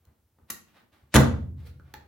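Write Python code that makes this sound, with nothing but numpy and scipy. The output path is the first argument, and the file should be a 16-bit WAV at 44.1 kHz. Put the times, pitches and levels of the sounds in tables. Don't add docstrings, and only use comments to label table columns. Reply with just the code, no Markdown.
import sys
import numpy as np
from scipy import signal
from scipy.fft import rfft, irfft, next_fast_len
from scipy.io import wavfile
from scipy.ndimage import uniform_filter1d

SR = 44100
rng = np.random.default_rng(int(sys.argv[2]) if len(sys.argv) > 2 else 0)


def pcm_store(signal):
    levels = np.round(np.clip(np.atleast_2d(signal), -1, 1) * 32767)
    wavfile.write(sys.argv[1], SR, levels.astype(np.int16).T)


N = 91375
T = np.arange(N) / SR
SIZE = next_fast_len(2 * N + 2, True) // 2 * 2
HZ = np.maximum(np.arange(SIZE // 2 + 1) * SR / SIZE, 10)
LAND_S = 1.1415


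def from_db(db):
    return 10 ** (np.asarray(db) / 20)


def rms_one(x):
    return x / np.sqrt(np.mean(x ** 2) + 1e-20)


def at_hz(points, hz):
    freqs, values = np.transpose(points)
    return np.interp(np.log(hz), np.log(freqs), values)


def colour(x, tone, tilt_db=0):
    gain = rms_one(from_db(at_hz(tone, HZ) + tilt_db * np.log2(np.maximum(HZ, 500))))
    cepstrum = irfft(np.log(gain + 1e-9))
    cepstrum[1:SIZE // 2] *= 2
    cepstrum[SIZE // 2 + 1:] = 0
    return irfft(rfft(x, SIZE) * np.exp(rfft(cepstrum)))[..., :N]


def hiss(wide_above_hz=5956):
    mid, side = rng.standard_normal((2, N))
    side = signal.sosfilt(signal.butter(1, wide_above_hz, "high", fs=SR, output="sos"), side)
    return rms_one(mid + side * [[1], [-1]])


def burst(start, length):
    progress = np.clip((T - start) / length, 0, 1)
    x = hiss() * np.sqrt(np.abs(np.sin(np.pi * progress)))
    energy = np.mean(np.sum(x ** 2, axis=1))
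    return x * np.sqrt(length * SR / (energy + 1e-12))


def ring(t, hz, t60, swell, sag_per_s=0):
    t = np.maximum(t, 0)
    attack = np.sin(np.pi / 2 * np.minimum(t / swell, 1))
    decay = np.exp(-np.log(1000) * np.maximum(t - swell, 0) / t60)
    return attack * decay * np.sin(2 * np.pi * hz * t * (1 - sag_per_s * t / 2))


def smack(contacts, tone, pockets, pop_s):
    skin = sum(from_db(db) * colour(burst(start, length), tone, tilt)
               for start, length, db, tilt in contacts)
    pops = sum(from_db(db) * ring(T - pop_s, hz, t60, swell, sag_per_s=5.4)
               for hz, db, t60, swell in pockets)
    return skin + pops


def room_tone(level_db=-68.5):
    # frequency in Hz, relative level in dB.
    tone = [(25, -27.5), (80, -3), (170, -21), (300, -22.5), (500, -27), (2000, -38), (8500, -42),
            (16000, -36.5)]
    return from_db(level_db) * colour(hiss(), tone)


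def brushes(grain_db=2, grain_s=0.001):
    # peak time, rise and fall in seconds, level in dB, tilt in dB per octave.
    strokes = [(0.089, 0.064, 0.06, -69.5, -5), (0.421, 0.04, 0.04, -68, -7.5),
               (0.497, 0.013, 0.0088, -59.5, 1.5), (.69, 0.022, 0.05, -65.5, 1),
               (0.775, 0.034, 0.036, -57, -1), (0.934, .012, 0.06, -62, 0), (1.001, .03, 0.14, -72, -4),
               (1.607, 0.03, 0.076, -63, 0), (1.673, 0.02, 0.021, -55, 2.5), (1.892, 0.059, 0.079, -65, -2),
               (2.04, 0.1, 0.06, -62.5, -6.5)]
    # frequency in Hz, relative level in dB.
    tone = [(80, -7.5), (235, 7), (450, -1), (800, 1.5), (1900, -1), (4000, -7), (7000, -19.5),
            (16000, -19)]
    grain_index = (T / grain_s).astype(int)
    rustle = 0
    for peak, rise, fall, db, tilt in strokes:
        envelope = np.exp(-np.where(T < peak, ((T - peak) / rise) ** 2, (T - peak) / fall))
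        friction = hiss()
        roughness = from_db(grain_db * np.minimum(rng.exponential(1, N), 4))
        grains = rms_one(friction * roughness[grain_index])
        rustle = rustle + from_db(db) * colour(grains * envelope, tone, tilt)
    return rustle


def peel():
    # start and length in seconds, level in dB, tilt in dB per octave.
    contacts = [(.051, 0.0043, -61, 3.5), (1.9385, 0.0043, -38, -1), (1.945, 0.01, -48.5, -6.5)]
    # frequency in Hz, relative level in dB.
    tone = [(100, 0.5), (350, 5.5), (1300, -0.5), (2600, 1), (4200, 5.5), (5200, -7), (6800, 0.5),
            (8600, -14.5), (15000, 0.5)]
    # pitch in Hz, level in dB, T60 and swell in seconds.
    pockets = [(897, -41, .042, .004), (1800, -41.5, 0.014, 0.0021)]
    return smack(contacts, tone, pockets, pop_s=1.939)


def nudges():
    # start in seconds, level in dB.
    pushes = [(0.069, -48.5), (0.421, -53), (0.503, -51.5), (1.023, -49), (1.965, -46)]
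    # pitch in Hz, relative level in dB, T60 in seconds.
    modes = [(75, -3, .13), (94, -8, 0.18), (135, -13, 0.33), (217, -21, 0.25)]
    return sum(from_db(db + mode_db) * ring(T - start, hz, t60, swell=0.014)
               for start, db in pushes for hz, mode_db, t60 in modes)


def taps(length_s=0.0039):
    # start in seconds, level in dB.
    touches = [(.386, -57), (1.7967, -48)]
    # frequency in Hz, relative level in dB.
    tone = [(100, 4), (800, -2), (1450, -1), (2200, -22), (16000, -45)]
    return colour(sum(from_db(db) * burst(start, length_s) for start, db in touches), tone)


def catch():
    # start and length in seconds, level in dB, tilt in dB per octave.
    contacts = [(.5006, 0.01, -32, 0.6), (.5022, 0.0031, -28.5, 4)]
    # frequency in Hz, relative level in dB.
    tone = [(80, 0.5), (200, 5.5), (380, 2.5), (650, -6), (1200, 0), (2000, 1), (2800, -1), (5000, -1),
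            (6800, 5), (8600, -8.5), (11000, 4.5), (16000, -4.5)]
    # pitch in Hz, level in dB, T60 and swell in seconds.
    pockets = [(350, -44, 0.023, 0.00075), (1188, -40.5, .015, .001), (1948, -35.5, 0.035, .001)]
    return smack(contacts, tone, pockets, pop_s=0.5003)


def air(peak_db=-38.5, rise_db_per_s=1298.5):
    # frequency in Hz, relative level in dB.
    tone = [(30, -12), (100, -5.5), (250, -12), (800, -17), (3000, -12.5), (7000, -21), (16000, -47.5)]
    swell = from_db(peak_db - rise_db_per_s * np.abs(LAND_S - T)) * (T < LAND_S)
    return colour(hiss() * swell, tone)


def slap():
    # start and length in seconds, level in dB, tilt in dB per octave.
    hits = [(1.1416, 0.0011, -12.5, 0.36), (1.1431, 0.011, -17, -1.5), (1.151, 0.013, -18, -0.5),
            (1.1574, 0.0018, -6.5, -4), (1.162, 0.0038, -9.5, -0.6), (1.1656, 0.007, -17.5, -4)]
    # frequency in Hz, relative level in dB.
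    tone = [(60, -7.5), (200, -2.5), (520, -1.5), (780, -5.5), (1200, -1), (1650, 4), (2500, -7),
            (3800, -3.5), (5000, -14), (6800, -4.5), (8600, -20.5), (10500, -6), (13000, -22.5),
            (15500, -15.5)]
    return sum(from_db(db) * colour(burst(start, length), tone, tilt) for start, length, db, tilt in hits)


def boom(spread_s=0.0004):
    # pitch in Hz, level in dB, T60 and swell in seconds.
    modes = [(72, -14.5, .22, 0.026), (70.8, -26.5, 1.5, 0.04), (84.86, -26.5, 1.34, 0.1),
             (104.6, -36.5, 1.44, .1), (135.3, -13, 0.22, 0.07), (133.5, -32.5, 1.6, .08),
             (172, -26, .25, 0.012), (198, -16.5, .08, .005), (210.5, -21.5, 0.47, .045),
             (230.8, -21.5, 0.45, 0.05), (256.4, -26, 0.52, 0.063), (288.3, -23.5, 0.39, 0.06),
             (487, -26, 0.18, 0.028), (520.5, -25, 0.22, 0.025), (563, -28, .35, .025)]
    lead = np.array([[0.5], [-0.5]]) * spread_s
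    return sum(from_db(db) * ring(T - LAND_S + lead * (-1) ** k, hz, t60, swell)
               for k, (hz, db, t60, swell) in enumerate(modes))


def rumble(level_db=-26.5, swell_s=0.06, t60_s=1.43):
    # frequency in Hz, relative level in dB.
    tone = [(30, -35.5), (58, -11.5), (88, 3.5), (110, -7), (145, -8.5), (210, -16), (330, -24), (500, -42),
            (1500, -71.5)]
    t = np.maximum(T - LAND_S, 0)
    noise = colour(hiss(), tone)
    running_power = uniform_filter1d(np.mean(noise ** 2, axis=0), size=SR // 8)
    steady = noise / np.sqrt(running_power + 1e-12)
    envelope = np.minimum(t / swell_s, 1) * np.exp(-np.log(1000) * t / t60_s)
    return from_db(level_db) * steady * envelope


def thud():
    # start and length in seconds, level in dB.
    stages = [(1.1425, .012, -19.5), (1.157, .016, -20.5), (1.186, .035, -23)]
    # frequency in Hz, relative level in dB.
    tone = [(40, -30), (70, -1), (130, 2.5), (200, 1.5), (290, 1.5), (400, -14.5), (520, -7), (800, -21.5),
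            (2000, -36.5)]
    return sum(from_db(db) * rms_one(colour(burst(start, length), tone)) * np.sqrt(length * SR / N)
               for start, length, db in stages)


def chatter(start_s=1.165, swing_hz=130.35, t60_s=0.3, level_db=-21):
    # frequency in Hz, relative level in dB.
    tone = [(150, -15), (500, 1), (800, -6), (1400, -7.5), (2500, -22), (6000, -29.5), (16000, -47)]
    t = np.maximum(T - start_s, 0)
    knocks = rms_one(np.maximum(np.sin(2 * np.pi * swing_hz * t), 0) ** 2)
    decay = np.exp(-np.log(1000) * t / t60_s)
    return from_db(level_db) * colour(hiss() * knocks * decay, tone)


def drag(start_s=1.574, length_s=0.15, note_hz=480, level_db=-68):
    hollow = [(note_hz / 2, -40), (note_hz, 0), (note_hz * 2, -40)]
    return from_db(level_db) * colour(burst(start_s, length_s), hollow)


def studio(x, predelay_s=0.0017, build_s=0.002, tilt_db_per_octave=-1.7):
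    # frequency in Hz, T60 in seconds.
    decay_times = [(60, 0.5), (130, 0.99), (250, 0.52), (500, .45), (1200, 0.36), (3000, .38), (7000, 0.31),
                   (15000, 0.23)]
    centres = np.geomspace(50, 16000, 14)
    mid, side = rfft(rng.standard_normal((2, N)), SIZE)
    width = HZ ** 2 / (HZ ** 2 + 150 ** 2)
    rolloff = from_db(tilt_db_per_octave * np.log2(np.maximum(HZ / 1000, 1)))
    spectrum = (mid + width * side * [[1], [-1]]) / np.sqrt(1 + width ** 2) * rolloff
    t = np.maximum(T - predelay_s, 0)
    tail = 0
    for hz, share in zip(centres, np.eye(len(centres))):
        rate = np.log(1000) / at_hz(decay_times, hz)
        band = irfft(spectrum * np.interp(np.log(HZ), np.log(centres), share))[:, :N]
        tail = tail + band * np.exp(-rate * t) * np.sqrt(2 * rate / SR)
    response = tail * (1 - np.exp(-t / build_s))
    return irfft(rfft(x, SIZE) * rfft(response, SIZE))[:, :N]


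def scene():
    # sound, reverb send in dB.
    sources = [(slap(), -2.6), (thud() + chatter(), -1), (taps(), 2),
               (brushes() + drag(), 1.5), (catch(), 2), (peel(), 0.5)]
    direct = sum(sound for sound, _ in sources)
    reverb = studio(sum(sound * from_db(send_db) for sound, send_db in sources))
    return direct + reverb + room_tone() + boom() + rumble() + air() + nudges()


def record(dry, low_cut_hz=40, ceiling=0.88, high_cut_hz=16200):
    x = signal.sosfilt(signal.butter(2, low_cut_hz, "high", fs=SR, output="sos"), dry)
    rounded = x / (1 + (x / ceiling) ** 6) ** (1 / 6)
    return signal.sosfilt(signal.ellip(10, 0.1, 80, high_cut_hz, fs=SR, output="sos"), rounded)


dry = scene()
out = record(dry)
pcm_store(out)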